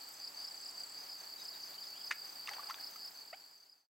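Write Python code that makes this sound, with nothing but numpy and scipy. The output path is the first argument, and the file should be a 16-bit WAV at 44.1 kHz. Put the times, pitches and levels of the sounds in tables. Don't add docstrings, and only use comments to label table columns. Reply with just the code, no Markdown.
import sys
import numpy as np
from scipy import signal
from scipy.fft import rfft, irfft
from scipy.io import wavfile

SR = 44100
rng = np.random.default_rng(int(sys.argv[2]) if len(sys.argv) > 2 else 0)


def store_wav(level_fs):
    pcm = np.round(np.clip(np.atleast_2d(level_fs), -1, 1) * 32767)
    wavfile.write(sys.argv[1], SR, pcm.T.astype(np.int16))


N = 176400
T = np.arange(N) / SR


def amp(db):
    return 10 ** (np.asarray(db) / 20)


def unit(x):
    return x / np.sqrt(np.mean(x ** 2) + 1e-20)


def curve(points):
    return np.interp(T, *np.transpose(points))


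def read(points, hz):
    f, value = np.transpose(points)
    return np.interp(np.log(hz + 1), np.log(f + 1), value)


def add(mix, start_s, sound):
    part = mix[max(round(start_s * SR), 0):][:len(sound)]
    part += sound[:len(part)]


def noise(tone, edge_db=0):
    # frequency_hz, correlation
    likeness = [(30, 1), (130, 0.8), (200, .6), (280, .1), (500, 0.43), (1000, 0.13), (3000, 0.42),
                (5000, -0.14), (8000, 0.93), (11000, 0.47), (14000, 0.9)]
    hz = np.fft.rfftfreq(N, 1 / SR)
    gain = amp(read(tone, hz) + edge_db * (hz < tone[0][0]))
    mid, side = rfft(rng.standard_normal((2, N))) * gain
    same = np.clip(read(likeness, hz), -.9, 1)
    side *= np.sqrt((1 - same) / (1 + same))
    return unit(irfft([mid + side, mid - side], N))


def drift(rate_hz, size=N):
    hz = np.fft.rfftfreq(size, 1 / SR)
    lowpass = np.exp(-(hz / rate_hz) ** 2) * (hz > 0)
    return unit(irfft(rfft(rng.standard_normal(size)) * lowpass, size))


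def bursts(rows, width_s):
    out, t = np.zeros(N), np.arange(-.02, .02, 1 / SR)
    for centre_s, db in rows:
        add(out, centre_s + t[0], amp(db) * np.exp(-.5 * (t / width_s) ** 2))
    return out


def bank(x, wet_db, width, t60_s=.27):
    t = np.arange(SR // 3) / SR
    mid, side = rng.standard_normal((2, len(t))) * amp(-60 * t / t60_s) * (t > .002)
    tail = np.array([mid + width * side, mid - width * side])
    tail /= np.linalg.norm(tail[0])
    return x + amp(wet_db) * signal.fftconvolve(x[None], tail, axes=1)[:, :N]


def stroke(hz, length_s, sag_hz, crest=.16):
    progress = np.linspace(0, 1, int(length_s * SR))
    pitch = hz - sag_hz * ((progress - crest) / (1 - crest)) ** 2
    phase = 2 * np.pi * (np.cumsum(pitch) / SR + rng.random())
    grain = 1 + .15 * drift(250, size=2048)[:len(progress)]
    octave = amp(-21) / (1 + ((pitch - 4990) / 240) ** 2)
    return np.sin(np.pi * progress) * grain * (np.sin(phase) + octave * np.sin(2 * phase))


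def chirping(rows, step_hz=42):
    accents = [-5, 0, 0]
    out = np.zeros(N)
    for start_s, spacing_s, hz, db in rows:
        for k, accent_db in enumerate(accents):
            note = stroke(hz + (k - 1) * step_hz, length_s=.02105, sag_hz=583)
            add(out, start_s + k * spacing_s, amp(db + accent_db) * note)
    return out


def far_crickets(count=14, centre_hz=4811, spread_hz=240, cycle_s=.19, spacing_s=.026):
    # time_s, level_db
    level = [(0, -54), (.4, -51.5), (1, -51), (1.7, -51.5), (2.3, -52.5), (2.8, -52.5), (3.4, -52.5),
             (3.9, -53)]
    rows = []
    for detune in np.linspace(-1, 1, count):
        own_cycle_s = cycle_s * rng.uniform(.88, 1.12)
        beats = np.arange(24) + rng.random() + rng.normal(0, .05, 24)
        for start_s in beats * own_cycle_s - 2 * spacing_s:
            own_spacing_s = spacing_s * rng.uniform(.9, 1.2)
            db = rng.normal(0, .5) - 3 * abs(detune)
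            rows.append((start_s, own_spacing_s, centre_hz + spread_hz * detune, db))
    return amp(curve(level)) * unit(bank(chirping(rows), wet_db=-6, width=.25))


def air(level_db=-56.5):
    # frequency_hz, gain_db
    tone = [(20, -43), (40, -30), (70, -20.5), (110, -15.5), (200, -12), (320, -7.5), (500, -5), (750, 1),
            (1100, -2), (1800, -3.5), (2600, -6.5), (3600, -7.5), (5700, -6.5), (9000, -11), (11000, -12.5),
            (13500, -9.5), (15800, -8.5)]
    return amp(level_db + .86 * drift(8.8)) * noise(tone)


def motor(lag_s=.00054):
    # pitch_hz, rms_db
    partials = [(98.3, -91.5), (123, -91), (172.5, -87.5), (197.5, -85.5), (270.5, -85.5), (295.8, -79.5),
                (394, -81.5)]
    t = np.array([T, T - lag_s])
    return sum(amp(db) * np.sqrt(2) * np.sin(2 * np.pi * hz * t + .97 * drift(3)) for hz, db in partials)


def pygmy_crickets(swell_db_per_s=6.5):
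    # start_s, end_s, pitch_hz, strokes_per_s, end_level_db
    trills = [(0, 0.166, 8260, 65, -62), (0, .96, 7810, 71, -61), (0, .96, 7400, 61, -60.5),
              (.95, 1.3, 7770, 60, -65), (1.1, 1.977, 7080, 61, -60.5), (2.001, 2.841, 8180, 69, -61.5),
              (2.299, 3.561, 7730, 67, -61), (2.899, 3.801, 7100, 56, -62)]
    out = np.zeros(N)
    for start_s, end_s, hz, rate, db in trills:
        for stroke_s in np.arange(start_s, end_s, 1 / rate):
            gain = amp(db - swell_db_per_s * (end_s - stroke_s))
            add(out, stroke_s, gain * stroke(hz, length_s=.009, sag_hz=335))
    return bank(out, wet_db=-8, width=1)


def reed_rasp(strokes_per_s=46, depth=.23):
    # time_s, level_db
    level = [(0, -64), (1, -67), (2.2, -67), (2.8, -69), (3.3, -67), (3.9, -70.5)]
    # frequency_hz, gain_db
    tone = [(6000, -31.5), (6900, -13), (7600, -2), (8150, -12), (8600, -29.5), (11000, -37)]
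    rate = strokes_per_s * (1 + .08 * drift(6.2))
    throb = 1 + depth * np.sin(2 * np.pi * np.cumsum(rate) / SR)
    return unit(throb) * amp(curve(level)) * noise(tone, edge_db=-22)


def bush_cricket_and_ticks(first_s=.0492, cycle_s=.0502, width_s=.0022, bed=.17):
    # cycle_share, accent_db
    group = [(0, 2), (.26, -9), (0.521, -7.5), (.76, -3)]
    # time_s, level_db
    level = [(0, -70), (.9, -68), (1.25, -61), (2, -61.5), (2.3, -60), (3, -59.5), (3.3, -63), (3.9, -64)]
    # frequency_hz, gain_db
    tone = [(9000, -31.5), (11300, -14.5), (12500, -3.5), (14000, -2), (15800, -4)]
    # centre_s, level_db
    ticks = [(.022, -56), (.036, -52), (.076, -58), (.091, -50), (.119, -56), (.129, -52), (.143, -56)]
    strokes = [(beat_s + share * cycle_s + rng.normal(0, .0007), db + rng.normal(0, 1.5))
               for beat_s in np.arange(first_s, N / SR, cycle_s) for share, db in group]
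    sizzle = unit(bed + bursts(strokes, width_s)) * amp(curve(level))
    return (sizzle + bursts(ticks, width_s)) * noise(tone, edge_db=-21)


def small_cricket(pitch_hz=6220, spacing_s=.0268):
    # start_s, level_db
    chirps = [(.136, -55), (.344, -56.5), (.562, -56), (.765, -58), (.977, -56), (1.178, -56),
              (1.392, -55.5), (1.613, -55.5), (1.848, -59), (2.060, -56), (2.269, -57.5), (2.489, -57.5),
              (2.691, -56), (2.904, -56), (3.141, -56), (3.573, -55), (3.781, -56.5)]
    out = np.zeros(N)
    for start_s, db in chirps:
        for k in range(3):
            add(out, start_s + k * spacing_s, amp(db) * stroke(pitch_hz, length_s=.017, sag_hz=263))
    return out


def zipping_insect():
    # centre_s, level_db
    zips = [(.14, -53), (.525, -57), (.557, -58), (.615, -54), (.65, -54), (.678, -54), (.712, -54),
            (.735, -67), (.775, -56), (.801, -52), (.838, -54), (.866, -54), (.899, -54.5), (.923, -54),
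            (1.446, -53.5), (1.474, -58)]
    # frequency_hz, gain_db
    tone = [(6200, -51), (7100, -11), (7700, -3), (8600, -13), (9600, -23), (12000, -30)]
    return bursts(zips, width_s=.0031) * noise(tone, edge_db=-22)


def near_crickets(trim_db=-.5):
    # start_s, stroke_spacing_s, pitch_hz, relative_level_db
    chirps = [(0.206, 0.0289, 4760, -42), (0.21, 0.0299, 5120, -43.5), (0.335, 0.0309, 4760, -42),
              (0.382, 0.0269, 4800, -45), (0.409, 0.0324, 5180, -42.5), (0.474, 0.0309, 4760, -45.5),
              (0.623, 0.0304, 4845, -42), (0.627, 0.0284, 5250, -47.5), (0.771, 0.0289, 4760, -43.5),
              (0.912, 0.0299, 4760, -47.5), (1.058, 0.0309, 5080, -44), (1.199, 0.0324, 4700, -48.5),
              (1.415, 0.0319, 5085, -42), (1.435, 0.0264, 4620, -53), (1.52, 0.0294, 4820, -50),
              (1.562, 0.0319, 4800, -44.5), (1.593, 0.0304, 5140, -47.5), (1.748, 0.0319, 4720, -43),
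              (1.801, 0.0314, 5080, -43.5), (1.861, 0.0294, 4650, -45.5), (1.895, 0.0304, 4740, -50.5),
              (2.005, 0.0314, 5080, -41.5), (2.037, 0.0289, 4720, -44), (2.187, 0.0264, 4830, -42.5),
              (2.362, 0.0269, 4740, -43.5), (2.456, 0.0299, 4650, -46), (2.505, 0.0279, 4720, -44.5),
              (2.6, 0.0324, 4960, -43), (2.656, 0.0249, 4763, -42), (2.8, 0.0329, 5130, -42),
              (2.803, 0.0274, 4630, -43.5), (2.9, 0.026, 4700, -54), (2.995, 0.0289, 4730, -43),
              (3.011, 0.0299, 5130, -41), (3.107, 0.0309, 4550, -56), (3.151, 0.0284, 4650, -43.5),
              (3.27, 0.026, 4720, -45), (3.41, 0.023, 4710, -45), (3.49, 0.03, 4730, -50.5),
              (3.573, 0.024, 4740, -47.5), (3.66, 0.0284, 5020, -41.5)]
    return amp(trim_db) * chirping(chirps)


def songbird(waver=.025):
    # start_s, length_s, from_hz, to_hz, level_db
    whistles = [(1.37, .055, 3990, 3750, -56.5), (1.524, 0.032, 4400, 3500, -55.5),
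                (1.626, 0.014, 6200, 4900, -55), (1.73, 0.028, 3410, 4450, -56.5),
                (1.776, 0.016, 2850, 3300, -57.5), (1.83, .018, 4200, 3100, -58),
                (1.92, .08, 2300, 3825, -60.5), (1.997, 0.03, 3600, 2800, -59.5)]
    out = np.zeros(N)
    for start_s, length_s, from_hz, to_hz, db in whistles:
        progress = np.linspace(0, 1, int(length_s * SR))
        glide = from_hz + (to_hz - from_hz) * progress
        pitch = glide * (1 + waver * drift(300, size=4096)[:len(progress)])
        note = np.sin(2 * np.pi * np.cumsum(pitch) / SR)
        add(out, start_s, amp(db) * np.sin(np.pi * progress) * note)
    return bank(out, wet_db=-3, width=.76)


def water_plops(rise_per_decay=.025, spray_db=2.5, low_cut_hz=550):
    # start_s, level_db, pitch_hz, decay_s, relative_spray
    plops = [(2.1078, -40, 986, 0.0024, 0.38), (2.1102, -26, 1745, 0.0017, 0.16),
             (2.1128, -31.5, 1370, 0.0021, .2), (2.1133, -28.5, 2290, 0.0014, 0.19),
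             (2.117, -38, 2500, 0.00084, 0.45), (2.1203, -37, 1750, 0.0017, 0.77),
             (2.1244, -48.5, 2800, 0.0039, 1), (2.4739, -36, 2650, 0.002, .4),
             (2.482, -38.5, 1150, 0.0031, 0.23), (2.489, -36.5, 1900, 0.0026, 0.44),
             (2.4931, -35, 5270, 0.00046, .2), (2.510, -47.5, 803, 0.011, 0.15),
             (2.532, -51.5, 1800, 0.0066, 0.51), (2.5335, -48.5, 3240, 0.0054, 0.52),
             (2.583, -39, 900, 0.0016, 0.12), (2.594, -40.5, 1130, 0.006, 0.049),
             (2.625, -52.5, 1450, 0.0064, 0.2), (2.659, -55, 1240, .004, .4),
             (2.687, -49.5, 850, 0.011, .2), (2.697, -37.5, 1050, 0.0064, .22),
             (2.707, -36.5, 1280, 0.0038, 0.16), (2.7434, -39, 3400, 0.0011, 0.39),
             (2.784, -50.5, 1600, 0.0042, 0.22), (2.812, -55, 1800, 0.0021, 0.47),
             (2.958, -48.5, 1250, 0.0038, 0.29)]
    # frequency_hz, gain_db
    spray_tone = [(300, -28.5), (900, -6.5), (2000, 3.5), (4500, -7), (6500, -9), (9000, -15),
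                  (15000, -33.5)]
    out = np.zeros(N)
    spray = amp(spray_db) * noise(spray_tone)[0]
    t = np.arange(SR // 12) / SR
    for start_s, db, hz, decay_s, share in plops:
        age = t / decay_s
        envelope = (1 - np.exp(-age / .21)) * np.exp(-age)
        pitch = hz * (1 + rise_per_decay * np.minimum(age, 6))
        bubble = np.sin(2 * np.pi * np.cumsum(pitch) / SR)
        puff = share * spray[round(start_s * SR):][:len(t)]
        add(out, start_s, amp(db) * envelope / envelope.max() * (bubble + puff))
    low_cut = signal.butter(2, low_cut_hz, 'high', fs=SR, output='sos')
    return bank(signal.sosfilt(low_cut, out), wet_db=-14.5, width=.39)


def stirred_water():
    # time_s, level_db
    level = [(0, -110), (2.3, -92.5), (2.46, -60), (2.52, -55), (2.6, -57), (2.72, -60.5), (2.85, -66),
             (3.1, -88), (4, -110)]
    # frequency_hz, gain_db
    tone = [(300, -23.5), (800, -3.5), (1500, -7), (3000, -16.5), (8000, -29)]
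    flicker = unit(amp(3.6 * drift(110)))
    return noise(tone, edge_db=-18.5) * flicker * amp(curve(level))


def water_bird(start_s=3.328, length_s=.0239, from_hz=625, to_hz=856, gain_db=-36.5):
    harmonics = [-2.5, -10.5, -6, -10.5, -25, -25.5]
    out = np.zeros(N)
    progress = np.linspace(0, 1, int(length_s * SR))
    glide = from_hz + (to_hz - from_hz) * progress ** 1.1
    pitch = glide + 20 * drift(400, size=2048)[:len(progress)]
    phase = 2 * np.pi * np.cumsum(pitch) / SR
    voice = sum(amp(db) * np.sin(k * phase) for k, db in enumerate(harmonics, 1))
    envelope = np.minimum(progress / .11, 1) * (1 - progress) ** .64
    add(out, start_s, amp(gain_db) * envelope * voice)
    return bank(out, wet_db=-14, width=1)


def scene():
    close = bank(near_crickets() + small_cricket(), wet_db=-25, width=.25)
    crickets = close + far_crickets() + pygmy_crickets()
    rasps = reed_rasp() + bush_cricket_and_ticks() + zipping_insect()
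    water = water_plops() + stirred_water()
    return crickets + rasps + water + songbird() + water_bird() + air() + motor()


def record(dry, cutoff_hz=15950):
    # time_s, gain
    fade = [(0, 0.98), (2.9, 1), (3.33, 0.53), (3.69, 0.19), (3.8, 0.086), (3.875, 0.002), (4, 0)]
    lowpass = signal.firwin(511, cutoff_hz, window=("kaiser", 9), fs=SR)
    return signal.oaconvolve(dry * curve(fade), lowpass[None], "same")


dry = scene()
out = record(dry)
store_wav(out)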